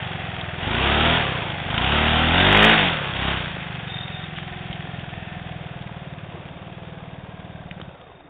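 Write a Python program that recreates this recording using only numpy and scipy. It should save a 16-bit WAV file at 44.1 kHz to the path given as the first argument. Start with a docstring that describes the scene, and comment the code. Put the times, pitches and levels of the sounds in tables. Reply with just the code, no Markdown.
"""A small four-stroke scooter is revved twice on grass, blipped, rolls off onto concrete, idles, is switched off.
Each firing thuds in the silencer; with the throttle open the airbox drones, gas rasps and the engine sings.
Valves and cam chain clatter; ticks, one hard firing crack, bumps and a rough swell ring out; light wind rumbles.
The rear tyre scrubs on the grass in the first rev; a brake squeaks as the scooter stops.
A narrow-band phone microphone listens from a few metres and later turns away, losing treble."""
import sys
import numpy as np
from scipy import signal
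from scipy.fft import rfft, irfft
from scipy.io import wavfile
from scipy.ndimage import uniform_filter1d, map_coordinates

SR = 44100
rng = np.random.default_rng(int(sys.argv[2]) if len(sys.argv) > 2 else 0)


def put_to_file(sound):
    """Save the sound as 16-bit audio at rate SR, in the file named by the first command-line argument."""
    columns = np.atleast_2d(sound).T  # one column per channel
    safe = np.clip(columns, -1, 1)
    whole_steps = np.round(safe * 32767)
    wavfile.write(sys.argv[1], SR, whole_steps.astype(np.int16))


N = 365588
TIME = np.arange(N) / SR
IDLE_HZ = 21  # reference idle, firings per second


def undb(db):
    """Decibels to gain."""
    return 10 ** (np.asarray(db) / 20)


def curves(table):
    """Each column of a table, joined by straight lines in time."""
    s, *columns = np.transpose(table)
    return [np.interp(TIME, s, c) for c in columns]


def ramp(start, length):
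    """Rises from 0 to 1 over the given seconds."""
    return np.clip((TIME - start) / length, 0, 1)


def noise():
    """White noise."""
    return rng.standard_normal(N)


def walk(rate):
    """Random levels, a new one every 1 / rate s, smoothed into a slow wander."""
    hold = max(int(SR / rate), 1)
    steps = noise()[np.arange(N) // hold]
    return 0.96 * uniform_filter1d(uniform_filter1d(steps, hold), hold)


def steady(x):
    """Unit strength over several engine cycles."""
    power = uniform_filter1d(uniform_filter1d(x * x, size=6600), size=4600)
    return x / np.sqrt(power + 1e-18)


def colour(x, points):
    """Causal (minimum-phase) response of a body with the given (f/Hz, level/dB) outline."""
    hz, db = np.transpose(points)
    size = 8192
    bins_hz = np.arange(size // 2 + 1) * SR / size
    log_gain = np.log(undb(np.interp(np.log(bins_hz + 1), np.log(hz), db)))
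    cepstrum = irfft(log_gain)[:size // 2]
    cepstrum[1:] *= 2  # folding the cepstrum makes the response causal
    response = irfft(np.exp(rfft(cepstrum, size)))
    return signal.fftconvolve(x, response)[:N]


def ring(x, hz, width_hz):
    """One resonance, at unit strength."""
    y = signal.lfilter(*signal.iirpeak(hz, hz / width_hz, fs=SR), x)
    return y / y.std()


def strokes(turn, place, scatter_db):
    """One pulse per engine cycle at the given place, each of its own size."""
    at = np.flatnonzero(np.diff(np.floor(turn - place)) > 0)
    pulses = np.zeros(N)
    pulses[at] = undb(scatter_db * noise()[:len(at)])
    return pulses


def gate(turn, place, length, scatter_db):
    """A smooth burst once per cycle, each of its own size."""
    shifted = turn - place + .5
    size = undb(scatter_db * noise()[np.floor(shifted).astype(int)])
    return size * np.exp(-.5 * ((shifted % 1 - .5) / length) ** 2)


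def repeating(turn, memory):
    """A jagged vibration tied to the crank angle: each cycle resembles the one before."""
    size = 640  # points per cycle
    memory = np.clip(memory, 0, .97)
    cycles = rng.standard_normal((400, size))
    cycles = signal.lfilter([np.sqrt(1 - memory ** 2)], [1, -memory], cycles, axis=0)
    return map_coordinates(cycles.ravel(), [(turn + 20) * size], order=1)


def knocks(table, width):
    """Noise bursts that die away in one broad resonance each; width is a share of its frequency."""
    out = np.zeros(N)
    for s, db, hz, decay in table:
        start = int(s * SR)
        fade = np.exp(-TIME[:N - start] / decay)
        out[start:] += undb(db) * fade * ring(noise(), hz, hz * width)[start:]
    return out


# engine speed: t/s, f/Hz (firings per second)
FIRING_SPEED = [(0.0, 23.851), (0.498, 19.704), (0.605, 20.831), (0.816, 33.156), (1.165, 42.546),
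                (1.216, 36.359), (1.489, 25.575), (1.671, 22.63), (1.93, 36.976), (2.296, 40.211),
                (2.391, 45.656), (2.723, 56.361), (2.978, 36.11), (3.128, 31.32), (3.317, 33.923),
                (3.583, 25.441), (3.999, 21.828), (5.436, 20.772), (6.348, 17.898), (6.829, 19.843),
                (7.088, 19.013), (7.501, 19.097), (7.912, 17.494), (8.29, 7.743)]
START_TURN = .406  # starting place in the engine cycle, 0-1


def engine_speed():
    """Firings per second; each engine cycle holds one firing and two crank turns."""
    return curves(FIRING_SPEED)[0]


# throttle twists, and one brief airbox swell at 2.759 s as the revs fall:
# starts t/s, let go t/s, opening or swell added (0-1)
OPENINGS = [(0.573, 1.12, 0.71), (1.636, 2.667, 0.74), (2.759, 2.824, 0.62), (3.13, 3.29, 0.8)]
OPEN_S, CLOSE_S, IDLE_OPENING = 0.1, 0.098, .04  # time constants of the rise and the fall


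def openings():
    """Throttle opening: twists ease open, hold and spring shut; the airbox swell takes the same shape."""
    opening = IDLE_OPENING
    for start, end, size in OPENINGS:
        rise = 1 - np.exp(-np.maximum(TIME - start, 0) / OPEN_S)
        fall = np.exp(-np.maximum(TIME - end, 0) / CLOSE_S)
        opening = opening + size * rise * fall
    return np.clip(opening, 0, 1)


# scooter to microphone as it moves: t/s, distance/m
MIC_DISTANCE = [(0, 1.63), (1.4, 1.17), (2.2, 1.77), (2.7, 1.61), (3.3, 2.36), (3.8, 2.86), (4.6, 2.37),
                (5.3, 2.45), (6.2, 3.05), (8.29, 3.65)]


def distance():
    """Metres from the scooter to the microphone."""
    return curves(MIC_DISTANCE)[0]


def loudness(law, hz, effort):
    """Gain of one part: changes with speed, effort and distance."""
    idle_db, speed_db, effort_db, distance_db = law
    metres = distance()
    doublings = np.log2(metres / metres[0])
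    return undb(idle_db + speed_db * (hz - IDLE_HZ) + effort_db * effort + distance_db * doublings)


NEAR_M, NEAR_BASS_HZ, NEAR_BASS = 2.5, 115, 2.5  # bass share added per halving of distance inside NEAR_M


def up_close(x):
    """Near the pipe its lowest tones come through more fully."""
    bass = signal.sosfiltfilt(signal.butter(2, NEAR_BASS_HZ, fs=SR, output="sos"), x)
    return x + NEAR_BASS * np.maximum(np.log2(NEAR_M / distance()), 0) * bass


# silencer and airbox resonances: f/Hz, level/dB
SILENCER_TONE = [(25, -30), (60, -14.5), (85, 1.5), (115, 1), (165, 5.5), (198, 0), (235, -23.5),
                 (400, -26.5), (900, -42)]
AIRBOX_TONE = [(20, -16.5), (38, 1.5), (55, 1.5), (77, 8), (108, -1.5), (155, -17.5), (225, 3.5), (268, -3),
               (315, -14.5), (370, -3), (430, -17), (490, -21), (800, -18.5), (1600, -36)]
# misfiring needs revs above idle and a throttle below this opening
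STUMBLE_DEPTH, STUMBLE_RANGE_HZ, STUMBLE_OPENING = .8, 1.5, 0.43


def exhaust(turn, hz, throttle):
    """Closed throttle: separate thuds. Open: the intake gulps half a cycle later and the airbox drones."""
    # on the overrun only every other charge burns well; a weak one is quieter and leaves the pipe late
    overrun = np.clip((hz - IDLE_HZ) / STUMBLE_RANGE_HZ, 0, 1)
    stumble = STUMBLE_DEPTH * overrun * np.clip(1 - throttle / STUMBLE_OPENING, 0, 1)
    sway = stumble * (np.cos(np.pi * turn) + .5 * walk(24))
    early_s = .0065 + .002 * sway
    blow = strokes(turn + early_s * hz, 0, scatter_db=.7) * undb(1.8 * sway)
    # the narrow tailpipe radiates the lowest tones poorly
    piped = signal.lfilter(*signal.butter(2, 80, "high", fs=SR), colour(blow, SILENCER_TONE))
    thud = steady(up_close(piped))
    shudder_tone = [(15, -12.5), (40, -14.5), (130, 6.5), (220, -5.5), (350, -13), (700, -28)]
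    shudder = steady(colour(repeating(turn, memory=0.67), shudder_tone))
    # under load the charges burn nearly alike
    firings = strokes(turn, .88, scatter_db=.5)
    gulps = strokes(turn, .38, scatter_db=.8)
    drone = steady(-colour(firings + 0.39 * gulps, AIRBOX_TONE))
    shut = np.sqrt(1 - throttle) * thud + undb(-6.5) * (1 - throttle) * shudder
    return shut + np.sqrt(throttle) * drone


# valve gear knocks in one engine cycle: place/cycles (0-1), spread/cycles, level/dB
VALVE_KNOCKS = [(.95, 0.037, -18), (.15, 0.075, -3.5), (0.5, 0.094, -10), (0.4, .045, -16)]


def clatter(turn, memory):
    """Piston, valves and tappets strike in turn, over a gritty rustle; some tappets click sharply."""
    blows = sum(undb(db) * gate(turn, place, length, scatter_db=2.5) for place, length, db in VALVE_KNOCKS)
    clicks = gate(turn, .56, 0.011, scatter_db=6.5) + gate(turn, .17, 0.011, scatter_db=6.5)
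    rustle = 1.65
    return (blows + clicks + rustle) * repeating(turn, memory) * undb(2.4 * walk(900))


# crankcase resonances: f/Hz, level/dB
CASING_TONE = [(60, -23), (200, -7), (290, -1.5), (370, -1), (460, -3.5), (530, -0.5), (610, -3),
               (700, 3.5), (860, -3.5), (1100, -5.5), (1500, -15.5), (3000, -51.5)]
# cam chain whine: f/multiple of the firing rate, level/dB
CHAIN_TONES = [(34, -4.5), (85, -10), (124, -19.5)]
# cam chain whine off throttle: t/s, level/dB against the casing
CHAIN_SHARE = [(0, -1.5), (3.6, -6.5), (4.2, -2), (5.3, 2), (5.9, -15), (6.9, -9.5), (8.29, -3)]
CHAIN_LOAD_DB = -3.5  # at full throttle: a taut chain whines less


def casing(turn, throttle):
    """The crankcase rings with the knocks; the cam chain adds a rough whine, held back by throttle."""
    body = steady(colour(clatter(turn, memory=0.72), CASING_TONE))
    # load takes up the slack, so the dull rattle gives way to the brighter ring
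    bright = signal.sosfiltfilt(signal.butter(3, 520, "high", fs=SR, output="sos"), body)
    body = body - 0.3 * throttle * (body - bright)
    jerks = signal.lfilter(*signal.butter(2, 48, fs=SR), repeating(turn, memory=0.56))
    tones = sum(undb(db) * np.sin(2 * np.pi * order * turn + 0.74 * walk(80)) for order, db in CHAIN_TONES)
    whine = steady(tones * (0.76 + steady(jerks)))
    share = undb(curves(CHAIN_SHARE)[0] + CHAIN_LOAD_DB * throttle)
    return (body + share * whine) / np.sqrt(1 + 1.2 * share ** 2)


# engine orders under load: f/multiple of the firing rate, level/dB before load and speed scale it
LOAD_TONES = [(8, -6.5), (10, -11.5), (13, -11), (16, -16), (20, -14), (21, -14.5), (35, -22), (36, -19.5)]


def load_song(turn, hz, throttle):
    """The loaded engine sings on multiples of its firing rate, louder with speed."""
    tones = 0
    for order, db in LOAD_TONES:
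        level = undb(db + 2 * walk(10))
        tones = tones + level * np.sin(2 * np.pi * order * turn + 0.45 * walk(30))
    return throttle * np.clip((hz - 22) / 24, 0, 1.2) * tones


# valve cover and gas rasp outlines: f/Hz, level/dB
VALVE_COVER_TONE = [(500, -21), (900, -11), (1200, -2.5), (1550, 2), (1850, 1), (2300, -0.5), (2620, 1.5),
                    (2950, -2.5), (3400, 2), (3700, -6), (4200, 0.5)]
RASP_TONE = [(400, -31.5), (850, -0.5), (1150, -5.5), (1480, 2.5), (1700, -3), (1900, -0.5), (2150, -2.5),
             (2700, 0), (3300, 2), (3650, -1.5), (4200, -4.5)]


def hiss(turn, hz, throttle):
    """Valve ticking gives way to a rasp of gas as the throttle opens."""
    ticking = steady(colour(clatter(turn, memory=0.36), VALVE_COVER_TONE))
    # pulling from low revs, each charge cracks out sharply and dies away
    labour = np.clip((33 - hz) / 7, 0, 1) * np.clip(3 * throttle, 0, 1)
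    crack = np.exp(-((turn - .92) % 1) / 0.27)
    puffs = 1.3 + gate(turn, 0.63, 0.056, scatter_db=5) + 0.78 * gate(turn, 1.0, 0.12, scatter_db=3.0)
    puffs = puffs + 5 * labour * crack
    rasp = steady(colour(puffs * repeating(turn, memory=0.51) * undb(0.28 * walk(1100)), RASP_TONE))
    # at high revs the silencer shell rattles once a cycle, by uneven amounts
    rattle = steady(ring(noise() * gate(turn, 0.698, 0.11, scatter_db=3.5), 1720, 530))
    rasp = steady(rasp + undb(-6.5) * np.clip((hz - 32) / 20, 0, 1) * rattle)
    return np.sqrt(1 - throttle) * ticking + np.sqrt(throttle) * rasp


# light wind on the microphone: f/Hz, level/dB
BREEZE_TONE = [(15, -9), (30, -2.5), (60, 1.5), (110, 2), (300, -23.5), (900, -45)]


def breeze():
    """Wind on the microphone: low coloured noise, faint and uneven."""
    return undb(-54.5 + 1.8 * walk(2.6)) * steady(colour(noise(), BREEZE_TONE))


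# sharp ticks, and one hard firing crack at 1.779 s: t/s, starting level/dB, ring f/Hz, decay/s
TICKS_AND_CRACK = [(.4105, -22, 3200, 0.0025), (1.779, -11, 3140, 0.0022), (4.36, -34, 3000, 0.046),
                   (4.728, -26.5, 3380, 0.0069), (6.454, -35, 2580, 0.0014), (7.7115, -27, 2200, 0.0025),
                   (7.8138, -25, 1250, 0.0011), (7.8142, -25, 3260, 0.0015)]


def ticks_and_crack():
    """Sharp ticks and one hard firing crack: noise bursts in fairly narrow resonances."""
    return knocks(TICKS_AND_CRACK, width=0.2)


# tyre scrub on grass: f/Hz, level/dB
SCRUB_TONE = [(150, -19.5), (280, 0.5), (360, 7.5), (450, -9), (800, -5), (1100, -9), (1450, -3.5),
              (3000, -17)]
SLIP_S, SLIP_LENGTH_S, SLIP_DB = .95, .13, -26.5  # middle, spread and peak level of the slip


def tyre():
    """The rear tyre slips on grass: a dull scrub that swells and fades as it spins up and grips."""
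    slip = np.exp(-.5 * ((TIME - SLIP_S) / SLIP_LENGTH_S) ** 2)
    return undb(SLIP_DB) * slip * steady(colour(noise() * undb(2.5 * walk(120)), SCRUB_TONE))


# brake squeak: t/s, level/dB
BRAKE_LEVEL = [(3.8, -67), (3.92, -35.5), (4.03, -36.5), (4.1, -45.5), (4.17, -39.5), (4.24, -46),
               (4.33, -63)]
BRAKE_HZ = 3650


def brake(turn):
    """A thin squeak, shaken by every turn of the crank."""
    shake = 0.62 + gate(2 * turn, 0.055, 0.066, scatter_db=1.5)  # two crank turns per cycle
    squeak = steady(ring(noise(), BRAKE_HZ, 45) * shake)
    return squeak * undb(curves(BRAKE_LEVEL)[0])


# soft bumps, and one rough, longer swell at 6.32 s: t/s, starting level/dB, ring f/Hz, decay/s
BUMPS_AND_SWELL = [(4.52, -39, 45, 0.029), (4.7, -31, 75, 0.017), (6.32, -40, 403, 0.14),
                   (7.7115, -30.5, 400, 0.0024), (7.799, -31, 350, 0.0049)]


def bumps_and_swell():
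    """Soft bumps and one rough, longer swell: noise bursts in very broad resonances."""
    return knocks(BUMPS_AND_SWELL, width=0.8)


# loudness of exhaust, casing and hiss: level/dB at idle speed, shut throttle and starting distance,
# dB per Hz of firing rate, dB at full throttle, dB per doubling of distance
EXHAUST_LOUDNESS = (-35, 0.2536, 11.5, -1.77)
CASING_LOUDNESS = (-37, .42, 6.5, -5.5)
HISS_LOUDNESS = (-33, 0.6028, 4, -2.5)
# the tailpipe swings towards and away from the phone: t/s, level/dB
TAILPIPE_AIM = [(0, 0), (1.9, -0.7), (2.4, 1.3), (2.9, -1.6), (3.7, 0.5), (4.4, -1.5), (5.2, 0.7),
                (7.3, -3.5), (7.9, -1.7)]
# the phone turns its back on the scooter and shades the treble
TURN_AWAY_S, TURNED_S, SHADE_HISS_DB = 3.52, 7.93, -12.5
LUG_HZ, LUG_RANGE_HZ, LUG_DB = 41.4, 8, 3  # pulling hard below this firing rate, the gas rasps louder
SWITCH_OFF_S, DIE_S, PUMPING_DB = 7.9, 0.049, -13  # without a spark the piston only pumps air


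def scene():
    """All engine sounds follow one crank angle; speed, throttle and distance set their levels."""
    hz = engine_speed()
    turn = START_TURN + np.cumsum(hz) / SR  # engine cycles
    throttle = openings()
    away = ramp(TURN_AWAY_S, TURNED_S - TURN_AWAY_S)
    lugging = throttle * np.clip((LUG_HZ - hz) / LUG_RANGE_HZ, 0, 1)
    spark = undb(PUMPING_DB * ramp(SWITCH_OFF_S, DIE_S))
    pipe_gain = loudness(EXHAUST_LOUDNESS, hz, throttle) * undb(curves(TAILPIPE_AIM)[0]) * spark
    casing_gain = loudness(CASING_LOUDNESS, hz, throttle)
    hiss_gain = loudness(HISS_LOUDNESS, hz, throttle) * undb(SHADE_HISS_DB * away + LUG_DB * lugging)
    engine = pipe_gain * exhaust(turn, hz, throttle)
    engine += casing_gain * (casing(turn, throttle) + load_song(turn, hz, throttle))
    engine += hiss_gain * hiss(turn, hz, throttle)
    return (engine + breeze() + ticks_and_crack() + tyre() + brake(turn) + bumps_and_swell())[None]


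TOP_HZ = 4330  # upper edge of the phone's steep low-pass


def record(dry):
    """The phone rounds strong peaks, low-passes to a narrow band and clips what still overshoots."""
    rounded = np.tanh(.6 * dry) / .6
    narrow = signal.sosfilt(signal.ellip(5, .5, 24, 3700, fs=SR, output="sos"), rounded)
    narrow = signal.sosfilt(signal.ellip(10, .2, 75, TOP_HZ, fs=SR, output="sos"), narrow)
    clipped = np.clip(narrow, -.71, .71)
    # a last low-pass trims the clipping's highest overtones
    return signal.sosfilt(signal.ellip(8, .2, 70, 15800, fs=SR, output="sos"), clipped)


dry = scene()
out = record(dry)
put_to_file(out)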